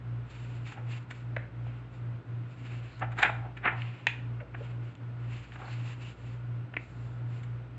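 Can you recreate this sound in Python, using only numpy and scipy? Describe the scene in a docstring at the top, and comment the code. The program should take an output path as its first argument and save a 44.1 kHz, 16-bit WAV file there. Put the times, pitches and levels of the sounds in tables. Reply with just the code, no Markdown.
"""Stiff colouring-book pages turned by hand, close to one microphone at a desk in a small room.
Fingers slide over the paper; a sheet buckles with sharp snaps, flaps over and lands on the stack,
and the walls answer briefly. Behind the book, appliance motors hum in the soft rush of the room's air,
throbbing as they drift in and out of step with the mains."""
import sys
import numpy as np
from scipy import signal
from scipy.fft import rfft, irfft, next_fast_len
from scipy.io import wavfile
from scipy.ndimage import uniform_filter1d, map_coordinates

SR = 44100
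rng = np.random.default_rng(int(sys.argv[2]) if len(sys.argv) > 2 else 0)


def dump(signal):
    """Clip the signal to [-1, 1] and save it as 16-bit WAV at the path in sys.argv[1]."""
    limited = np.clip(np.atleast_2d(signal).T, -1, 1)
    pcm = np.round(limited * 32767).astype(np.int16)
    wavfile.write(sys.argv[1], SR, pcm)


N = 343098


def amp(db):
    """Decibels to gain."""
    return 10 ** (np.asarray(db) / 20)


def unit(x):
    """x scaled to rms 1."""
    return x / np.sqrt(np.mean(x ** 2) + 1e-20)


def along(points, hz):
    """(frequency, value) points read at hz on a log axis."""
    frequencies, values = np.transpose(points)
    return np.interp(np.log(hz + 1), np.log(frequencies + 1), values)


def wobble(rate):
    """A smooth random curve with rate knots a second."""
    knots = rng.standard_normal(int(N * rate / SR) + 4)
    return map_coordinates(knots, [np.arange(N) * rate / SR])


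def filtered(x, response):
    """x through a filter whose gain is response(hz)."""
    size = next_fast_len(N + SR // 2)
    return irfft(rfft(x, size) * response(np.fft.rfftfreq(size, 1 / SR)), size)[:N]


def coloured(x, spectrum):
    """x shaped by (frequency, level) points, at rms 1."""
    return unit(filtered(x, lambda hz: amp(along(spectrum, hz))))


def add(track, start_s, sound):
    """Mixes a sound into the track from start_s on."""
    part = track[max(round(start_s * SR), 0):][:len(sound)]
    part += sound[:len(part)]


def wandering_tone(hz, drift_hz):
    """A sine of rms 1 whose pitch wanders slightly."""
    cycles = np.cumsum(hz + drift_hz * wobble(3)) / SR
    return np.sqrt(2) * np.sin(2 * np.pi * (cycles + rng.random()))


def beating(voices, together_s):
    """Close tones (frequency [Hz], level [dB]) swell together at one moment, then drift in and out of step."""
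    phase, out = rng.random(), np.zeros(N)
    for hz, db in voices:
        cycles = np.cumsum(hz * np.ones(N)) / SR
        cycles -= cycles[round(together_s * SR)]
        out += amp(db) * np.sqrt(2) * np.sin(2 * np.pi * (cycles + phase))
    return out


# Shaft of the drifting motor, slowly gaining on the mains: (time [s], speed [Hz])
DRIFTING_SHAFT = [(0, 58.698), (1.0, 58.705), (1.8, 58.65), (3.1, 58.419), (3.9, 58.916), (5.0, 58.911),
                  (5.5, 59.237), (6.2, 59.181), (7.78, 59.659)]
# Weak overtones of the motors and the mains: (frequency [Hz], level [dB])
HUM_OVERTONES = [(173.9, -60), (239.9, -66.5), (289.8, -68), (297.9, -72), (1335, -71), (1448, -69)]

def motor_hum(mains_hz=59.99, steady_hz=57.957):
    """In the background, two motors sound once and twice a turn, beating with each other and the mains."""
    times, speeds = np.transpose(DRIFTING_SHAFT)
    drifting_hz = np.interp(np.arange(N) / SR, times, speeds)
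    twice_a_turn = [(2 * mains_hz, -40.5), (2 * steady_hz, -50.0), (2 * drifting_hz, -44.0)]
    fast_throb = beating(twice_a_turn, together_s=0.146)
    slow_beat = beating([(steady_hz, -58.0), (drifting_hz, -58.5)], together_s=0.27)
    whine = sum(amp(db) * wandering_tone(hz, drift_hz=0.0008 * hz) for hz, db in HUM_OVERTONES)
    return fast_throb + slow_beat + whine


# Room tone at the desk: (frequency [Hz], relative density [dB])
AIR_SPECTRUM = [(25, -36), (45, -16), (70, -9.5), (95, 2.5), (140, -1), (200, -9.5), (270, -4), (420, -11),
                (800, -16), (1450, -17.5), (1750, -20.5), (2700, -25), (5600, -45.5), (7500, -49)]

def room_air(level_db=-50.5):
    """The air rushes softly all around the microphone."""
    return amp(level_db) * coloured(rng.standard_normal(N), AIR_SPECTRUM)


# Reverberation of the small room: (frequency [Hz], time to fall 60 dB [s])
ROOM_DECAY = [(150, 0.23), (800, 0.6), (2100, 0.36), (6000, 0.38)]

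def room_reverb(x, delay_s=0.006):
    """The near walls answer just after the direct sound, each frequency dying at its own speed."""
    hz, t, noise = signal.stft(rng.standard_normal(SR // 2), SR, nperseg=256)
    decay = amp(-60 * t / along(ROOM_DECAY, hz)[:, None])
    _, tail = signal.istft(noise * decay, SR, nperseg=256)
    tail = np.pad(tail, (round(delay_s * SR), 0))
    return signal.fftconvolve(x, tail / np.linalg.norm(tail))[:N]


# Hand or sheet meeting the stack on the desk: (time [s], peak [dB], pitch [Hz], decay [s])
STACK_BUMPS = [(1.366, -30, 580, 0.0015), (1.665, -43, 726, 0.0052), (3.231, -19.5, 780, 0.0081),
               (3.655, -40, 278, .035), (4.408, -42, 533, 0.031), (4.606, -37, 510, 0.0072),
               (6.765, -37, 328, 0.0028)]

def stack_bumps(log_half_width=0.15):
    """The thick stack answers a touch with a dull, quickly damped knock."""
    out, t = np.zeros(N), np.arange(SR // 6) / SR
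    for start_s, db, hz, decay_s in STACK_BUMPS:
        touch = rng.standard_normal(len(t)) * np.exp(-t / decay_s)
        band_hz = hz * np.exp([-log_half_width, log_half_width])
        knock = signal.sosfilt(signal.butter(2, band_hz, "band", fs=SR, output="sos"), touch)
        add(out, start_s, amp(db) * knock / np.abs(knock).max())
    return out


def fibre_slips(size, spread_db):
    """Dense tiny slips of paper fibres, uneven in strength, at rms 1."""
    strength = amp(spread_db * rng.standard_normal(size // 32 + 1))
    return unit(rng.standard_normal(size) * np.repeat(strength, 32)[:size])


# The dragged sheet singing, faint even close up: (time [s], level [dB], pitch [Hz], half-length [s])
SHEET_SCRAPES = [(2.947, -65, 4200, 0.06), (5.704, -62.5, 4250, 0.062), (6.058, -54.5, 2770, 0.053),
                 (6.307, -74, 4450, 0.026)]

def sheet_scrapes(relative_width=0.085):
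    """Stick and slip settles for a moment on one narrow resonance of the sheet."""
    out, t = np.zeros(N), np.arange(N) / SR
    for centre_s, db, pitch_hz, half_s in SHEET_SCRAPES:
        slips = fibre_slips(N, spread_db=4)
        song = filtered(slips, lambda hz: 1 / (1 + ((hz / pitch_hz - 1) / relative_width) ** 2))
        swell = np.exp(-((t - centre_s) / half_s) ** 2)
        out += amp(db) * swell * unit(song)
    return out


# Coarse rustle and fine hiss of sliding paper: (frequency [Hz], relative density [dB])
RUSTLE_SPECTRUM = [(300, -26.5), (900, -4.5), (1500, -5.5), (2000, -3), (2700, 0.5), (3400, -12),
                   (4500, -22), (5500, -31), (8400, -52.5)]
HISS_SPECTRUM = [(1500, -23.5), (2800, -8.5), (3500, 5.5), (4500, 2.5), (5200, -4), (6000, -8), (6800, -1),
                 (7500, 4.5), (8000, -19.5), (8400, -24.5)]
# Strokes near the microphone: (time [s], length [s], relative rustle [dB], relative hiss [dB])
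PAPER_STROKES = [(0.302, 0.28, -55, -65.5), (0.673, 0.062, -48.5, -61.5), (0.915, 0.052, -46.5, -60),
                 (1.126, 0.085, -58.5, -69), (1.666, 0.15, -60, -83), (1.942, 0.028, -62, -72),
                 (2.512, 0.081, -61, -71), (2.647, 0.35, -51.5, -67), (3.779, 0.27, -48.5, -71),
                 (4.603, 0.11, -53, -71), (4.852, 0.068, -58, -74), (5.215, 0.15, -60, -76.5),
                 (5.337, 0.31, -52, -65), (5.688, 0.12, -52.5, -66), (5.863, 0.047, -48.5, -60),
                 (5.934, 0.08, -57, -73), (6.024, 0.091, -54.5, -62.5), (6.185, 0.17, -59, -70),
                 (6.812, 0.36, -66, -69.5), (7.304, 0.11, -60.5, -71.5)]

def sliding_paper(rustle_gain_db=-2, hiss_gain_db=-1, catch_db=2.0,
                  attack_s=0.022, release_s=0.027, sag_db_per_s=16):
    """Paper drags over paper and fingertips: each stroke grips, loses pressure as it runs and lets go."""
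    rustle_gain, hiss_gain, t = np.zeros(N), np.zeros(N), np.arange(N) / SR
    for start_s, length_s, rustle_db, hiss_db in PAPER_STROKES:
        age = t - start_s
        contact = np.exp(np.minimum(age, 0) / attack_s - np.maximum(age - length_s, 0) / release_s)
        pressure = contact * amp(-sag_db_per_s * np.clip(age, 0, length_s))
        rustle_gain += pressure * amp(rustle_db + rustle_gain_db)
        hiss_gain += pressure * amp(hiss_db + hiss_gain_db)
    rustle = rustle_gain * coloured(fibre_slips(N, spread_db=0.5), RUSTLE_SPECTRUM)
    hiss = hiss_gain * coloured(fibre_slips(N, spread_db=1.0), HISS_SPECTRUM)
    catch_and_slip = amp(catch_db * wobble(45))
    return catch_and_slip * (rustle + hiss)


def sheet_response(spectrum, body_db, edge_db, bend_hz=2000, bend_db=0, size=2048):
    """The paper's answer to one impulse: wide bends add low body, tight creases add bright edge."""
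    hz = np.fft.rfftfreq(size, 1 / SR)
    body = along([(800, body_db), (1800, 0.0014)], hz)
    edge = along([(2800, 0.0031), (6500, edge_db)], hz)
    bend = bend_db / (1 + ((hz - bend_hz) / (0.33 * bend_hz)) ** 2)  # the buckling patch resonates
    cepstrum = irfft(np.log(amp(along(spectrum, hz) + body + edge + bend)))
    cepstrum[1:size // 2] *= 2  # minimum phase: nothing sounds before the impulse
    cepstrum[size // 2 + 1:] = 0
    ring = irfft(np.exp(rfft(cepstrum)))
    return ring / np.linalg.norm(ring)


# Colour of a flap at close range: (frequency [Hz], relative density [dB])
FLAP_SPECTRUM = [(100, -28), (300, -11.5), (560, -13), (780, -2), (1050, -7), (1400, 1), (1800, 1),
                 (2500, -3), (3100, -12.5), (3700, -16.5), (4700, -31), (5700, -42), (7500, -30),
                 (8400, -57.5)]
# The page flapping, brushing or landing: (time [s], level [dB], fall [s], body [dB], edge [dB])
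PAGE_FLAPS = [(0.723, -41.5, 0.0077, 1, 14), (0.775, -45, 0.03, 16, -19), (1.11, -38, 0.0083, -2, 13.5),
              (2.996, -50, 0.0045, -2, 22), (3.024, -28, 0.014, 14.5, -27), (3.122, -45, 0.01, 4, 7),
              (3.192, -29, 0.02, 5.5, 7), (3.229, -15, 0.0082, -8, 0.5), (3.253, -21.5, 0.016, 3, -19),
              (3.297, -26, 0.004, 23, -16), (3.450, -45.5, 0.035, 22, -6), (3.573, -40.5, 0.0081, -4, 1),
              (3.658, -23.5, 0.022, 2.5, -23), (3.679, -20.5, 0.0089, -1.5, -55),
              (3.728, -41, .03, 15.5, -2), (4.406, -44.5, 0.0098, 6, -24), (4.546, -37, 0.0071, 7.5, -36),
              (5.521, -42.5, 0.0033, -15, -8), (5.559, -40, 0.0054, 10, -9), (5.618, -42, 0.041, 19, -14),
              (5.682, -43.5, 0.011, 11, 2), (6.74, -35.5, 0.0027, 7, -19), (7.435, -50.5, 0.0074, -9, 16.5)]

def page_flaps(rise_over_fall=0.47):
    """A swell of fibre slips runs through the sheet as it swings or settles."""
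    out, t = np.zeros(N), np.arange(-SR // 10, SR // 4) / SR
    for crest_s, db, fall_s, body_db, edge_db in PAGE_FLAPS:
        swell = np.exp(np.minimum(t / (rise_over_fall * fall_s), -t / fall_s))
        slips = swell * fibre_slips(len(t), spread_db=2.0)
        swish = signal.fftconvolve(slips, sheet_response(FLAP_SPECTRUM, body_db, edge_db))
        swish *= amp(db) * np.linalg.norm(swell) / np.linalg.norm(swish)
        add(out, crest_s + t[0], swish)
    return out


# Colour of a snap apart from its bend: (frequency [Hz], relative density [dB])
SNAP_SPECTRUM = [(100, -25), (300, -24), (600, -9.5), (900, -6.5), (1250, -14), (1750, -10), (2550, -10),
                 (3200, -15), (3900, -17.5), (4600, -25), (5600, -35.5), (7300, -25.5), (8400, -53.5)]
# The page buckling in front of the microphone:
# (time [s], relative level [dB], bend pitch [Hz], body [dB], edge [dB], reverb gain [dB])
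PAGE_SNAPS = [(1.365, -25, 1710, 8, -7, -9.5), (1.368, -23, 1900, 3, -11, -7),
              (3.820, -29.5, 2800, -9, -13, -16), (4.069, -11.5, 2040, 2, 6, -11),
              (4.0713, -13.5, 2610, -2, 1, -6), (4.953, -45, 2680, -20, 22.5, -11),
              (6.767, -21.5, 2350, 2.5, -9, -10), (6.7699, -20, 1980, -2, -16, -14.5)]

def page_snaps(gain_db=14.5, shiver=0.089, shiver_s=0.0029):
    """The stiff sheet pops through at once, then shivers for a moment."""
    out, t = np.zeros(N), np.arange(SR // 20) / SR
    for start_s, db, bend_hz, body_db, edge_db, reverb_db in PAGE_SNAPS:
        push = shiver * rng.standard_normal(len(t)) * np.exp(-t / shiver_s)
        push[0] = 1  # the pop itself
        ring = sheet_response(SNAP_SPECTRUM, body_db, edge_db, bend_hz, bend_db=20)
        pop = signal.fftconvolve(push, ring)
        pop *= amp(db + gain_db) / np.linalg.norm(pop)
        add(out, start_s, pop)
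        # each bend faces another way and meets other walls
        add(out, start_s, amp(reverb_db) * room_reverb(pop))
    return out


def scene(reverb_db=-10.0):
    """From the microphone at the desk: the book close by, the walls around it, the motors behind."""
    handling = page_flaps() + stack_bumps()
    pages = page_snaps() + handling + amp(reverb_db) * room_reverb(handling)
    return pages + sliding_paper() + sheet_scrapes() + motor_hum() + room_air()


def expander(x, threshold_db=-36, slope=0.25):
    """Turns quiet moments further down, so the room's air sinks in the troughs of the throb."""
    power = np.abs(uniform_filter1d(x ** 2, size=SR // 40))
    level_db = 10 * np.log10(power + 1e-12)
    return x * amp(slope * np.minimum(level_db - threshold_db, 0))


def record(dry, top_hz=8300):
    """The mono recorder holds down quiet moments and cuts off steeply above its band limit."""
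    return filtered(expander(dry), lambda hz: 1 / np.sqrt(1 + (hz / top_hz) ** 120))


dry = scene()
out = record(dry)
dump(out)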